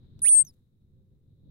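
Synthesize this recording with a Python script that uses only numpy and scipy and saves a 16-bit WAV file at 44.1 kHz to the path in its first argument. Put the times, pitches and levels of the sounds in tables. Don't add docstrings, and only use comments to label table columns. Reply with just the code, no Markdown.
import sys
import numpy as np
from scipy import signal
from scipy.fft import rfft, irfft
from scipy.io import wavfile

SR = 44100
rng = np.random.default_rng(int(sys.argv[2]) if len(sys.argv) > 2 else 0)


def dump_mix(stems):
    frames = np.atleast_2d(stems).T
    limited = np.clip(frames, -1, 1)
    pcm = np.round(limited * 32767).astype(np.int16)
    wavfile.write(sys.argv[1], SR, pcm)


N = 66150

# t/s, f/Hz
WHISTLE_PITCH = [(.218, 10150), (.223, 9570), (.228, 9530), (.240, 9330), (.250, 9235), (.257, 9210),
                 (.270, 9075), (.280, 9005), (.291, 8895), (.296, 8890), (.315, 8680), (.326, 8700),
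                 (.341, 8650), (.350, 8510), (.358, 8480), (.366, 8555), (.388, 8380), (.396, 8520),
                 (.401, 8520), (.413, 8310), (.427, 8190), (.432, 7950)]
# t/s, level/dB
WHISTLE_LEFT = [(.219, -25), (.280, -19.5), (.298, -17), (.309, -15.5), (.337, -9), (.366, -10),
                (.380, -8.5), (.400, -9)]
WHISTLE_RIGHT = [(.219, -26.5), (.239, -15), (.291, -9), (.309, -11.5), (.335, -9.5), (.353, -17.5),
                 (.370, -19), (.399, -29.5), (.426, -17.5)]
# t/s, lag/s
LEFT_LAG = [(.228, 33e-6), (.295, 68e-6), (.340, 66e-6), (.399, 21e-6), (.415, 38e-6)]
# f/Hz, relative level/dB
BREATH_SPECTRUM = [(600, -24), (2500, -18), (4500, -11), (6500, -12.5), (7800, -17), (10000, -10.5),
                   (11600, 7.5), (13200, -7), (15500, -4.5)]
OVERLOAD_HARMONICS = {4: -42, 5: -33, 6: -47, 7: -52, 9: -46.5, 10: -50, 11: -55}
# f/Hz, relative level/dB
GRIT_SPECTRUM = [(40, -14.5), (150, 6), (400, 5.5), (900, -7.5), (3000, -3), (6000, -10), (9000, -28),
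                 (12000, 2.5), (16000, 0)]
# t/s, f/Hz, fundamental level/dB, octave level/dB, left minus right/dB
SQUEAK_CONTOUR = [(.450, 6280, -45, -49.5, 1), (.459, 6120, -58, -62, 4), (.468, 6084, -53.5, -70, -18.5),
                  (.479, 5540, -51.5, -56.5, -1), (.494, 5390, -58, -57, 2), (.503, 5050, -60.5, -81, 4),
                  (.511, 4730, -70, -69, 9)]
# t/s, rustle level/dB, crisp treble level/dB
RUSTLE_LEVELS = [(0, -78, -107), (.17, -80, -101), (.22, -74, -78), (.40, -80.5, -83), (.46, -73.5, -72.5),
                 (.52, -84.5, -81), (.60, -85, -91.5), (.75, -100, -105)]
# f/Hz, relative level/dB
RUSTLE_SPECTRUM = [(200, 19), (600, 9.5), (1500, 5.5), (2700, -4), (4000, -1.5), (6000, -15),
                   (16000, -23.5)]
CRISP_SPECTRUM = [(2000, -21), (4500, -4.5), (8500, -1), (12000, 0.5), (16000, -5)]
# t/s, level/dB, tilt/(dB per octave), left minus right/dB
STALK_SNAPS = [(.1922, -50, -3, 2), (.3015, -59, -6, -16), (.4440, -62, -9, 3), (.4500, -59, 5, 3),
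               (.5350, -70, 5, 9), (.5398, -66, 4, 7)]
# f/Hz, relative level/dB
RUMBLE_SPECTRUM = [(20, -2), (45, -5), (90, 1.5), (135, 0), (200, -6), (300, -15.5), (420, -22), (540, -30),
                   (700, -41), (1200, -51.5), (3000, -73.5)]
HISS_SPECTRUM = [(100, 4), (800, 5), (1500, 2), (2700, -1.5), (5000, -3), (9000, -4.5), (16000, -0.5)]
# t/s, level/dB
GUST_LEVELS = [(0, -55.5), (.07, -56), (.16, -51.5), (.22, -55), (.40, -62.5), (.46, -58), (.58, -64),
               (.85, -63.5), (1.0, -60.5), (1.15, -62.5), (1.35, -60.5), (1.5, -50)]
PORT_RING_LEVELS = [(0, -82), (.2, -79.5), (.5, -87.5), (.8, -95), (1.18, -97.5), (1.26, -94), (1.5, -84.5)]
# f/Hz, level/dB
HUM_TONES = [(128, -72), (242, -83.5), (368, -85), (430, -91), (530, -90)]


def whistle(hz, phase, start=.218, end=.43176):
    shimmer_db = .2 * walk(250)
    amplitude = undb(np.array([curve(WHISTLE_LEFT), curve(WHISTLE_RIGHT)]) + shimmer_db)
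    amplitude = amplitude * gate(start, end, attack=.0015, release=.029)
    left_phase = phase - 2 * np.pi * hz * curve(LEFT_LAG)
    breath = undb(-63.5) * noise(BREATH_SPECTRUM) * gate(start, end, attack=.0015, release=.05)
    return amplitude * np.sin([left_phase, phase]) + breath * pan(3)


def overload(phase, start=.2385, end=.2985, converter_hz=48000):
    onset_hz = np.interp(start, *np.array(WHISTLE_PITCH).T)
    aliases = 0
    for k, db in OVERLOAD_HARMONICS.items():
        mirror_hz = converter_hz * np.round(k * onset_hz / converter_hz)
        flicker_db = 2.2 * k / max(OVERLOAD_HARMONICS) * walk(300)
        aliases += undb(db + flicker_db) * np.sin(k * phase - 2 * np.pi * mirror_hz * clock())
    grit = undb(-45.5) * noise(GRIT_SPECTRUM)
    right_only = np.array([[0], [1]])
    return gate(start, end, attack=.011, release=.011) * (aliases + grit) * right_only


def squeak(edge_s=.0012):
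    phase = running_phase(curve(SQUEAK_CONTOUR)) + np.array([[0], [np.pi / 2]])
    fundamental = undb(curve(SQUEAK_CONTOUR, column=2)) * np.sin(phase)
    octave = undb(curve(SQUEAK_CONTOUR, column=3)) * np.sin(phase + phase[0])
    envelope = gate(SQUEAK_CONTOUR[0][0] - edge_s, SQUEAK_CONTOUR[-1][0] + edge_s, edge_s, edge_s)
    return (fundamental + octave) * pan(curve(SQUEAK_CONTOUR, column=4)) * envelope


def ground_scatter(calls, t60_s=.1201):
    tail = rng.standard_normal((2, N)) * np.exp(-np.log(1000) * clock() / t60_s)
    tail = tail / np.sqrt(np.sum(tail ** 2) / 2)
    return undb(-38) * signal.fftconvolve(calls, tail, axes=1)[:, :N]


def grass_rustle():
    body = undb(curve(RUSTLE_LEVELS) + 2.18 * walk(70)) * noise(RUSTLE_SPECTRUM)
    crisp = undb(curve(RUSTLE_LEVELS, column=2) + 2.5 * walk(120)) * noise(CRISP_SPECTRUM)
    return body + crisp


def stalk_snaps(decay_s=.0012, peak_db=8):
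    snaps = 0
    for start, db, tilt_db, pan_db in STALK_SNAPS:
        age = clock() - start
        envelope = (age > 0) * np.exp(-abs(age) / decay_s)
        crack = shaped(lambda f: undb(
            tilt_db * np.log2(f + 300) + peak_db * resonance(f, hz=4600, width_hz=1300)))
        snaps += undb(db) * pan(pan_db) * crack * envelope
    return snaps


def wind():
    mid, side = noise(RUMBLE_SPECTRUM)
    rumble = undb(curve(GUST_LEVELS)) * (mid + undb(-8.5) * side * np.array([[1], [-1]]))
    port_noise = shaped(lambda f: resonance(f, hz=3799.5, width_hz=560))
    port_ring = undb(curve(PORT_RING_LEVELS)) * port_noise * pan(6)
    flicker = undb(1.37 * walk(12))
    hiss = undb(-89.5) * noise(HISS_SPECTRUM)
    return flicker * (rumble + port_ring) + hiss


def distant_hum(swell_db=4, waver=.03):
    hum = 0
    for hz, db in HUM_TONES:
        amplitude = undb(db + swell_db * walk(7))
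        hum += amplitude * np.sin(running_phase(hz * (1 + waver * walk(12))))
    return hum


def undb(db):
    return 10 ** (np.asarray(db) / 20)


def clock():
    return np.arange(N) / SR


def curve(rows, column=1):
    rows = np.array(rows)
    return np.interp(clock(), rows[:, 0], rows[:, column])


def gate(start, end, attack, release):
    t = clock()
    return np.clip((t - start) / attack, 0, 1) * np.clip((end - t) / release, 0, 1)


def pan(db):
    return undb(db * np.array([[1], [-1]]) / 2)


def resonance(f, hz, width_hz):
    return 1 / (1 + (2 * (f - hz) / width_hz) ** 2)


def shaped(gain):
    f = np.arange(N // 2 + 1) * SR / N + 1
    filtered = irfft(rfft(rng.standard_normal((2, N))) * gain(f), N)
    return filtered / filtered.std()


def noise(spectrum):
    hz, db = np.array(spectrum).T
    return shaped(lambda f: undb(np.interp(np.log(f), np.log(hz), db)))


def walk(rate_hz):
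    return shaped(lambda f: 1 / (1 + (f / rate_hz) ** 2) ** 2)[0]


def running_phase(hz, jitter=.0008):
    return 2 * np.pi * np.cumsum(hz * (1 + jitter * walk(250))) / SR


def scene():
    hz = curve(WHISTLE_PITCH)
    phase = running_phase(hz)
    calls = whistle(hz, phase) + squeak()
    foreground = calls + ground_scatter(calls) + overload(phase)
    return foreground + grass_rustle() + stalk_snaps() + wind() + distant_hum()


def record(dry, cutoff_hz=16000):
    return signal.sosfilt(signal.ellip(10, .1, 80, cutoff_hz, fs=SR, output="sos"), dry)


dry = scene()
out = record(dry)
dump_mix(out)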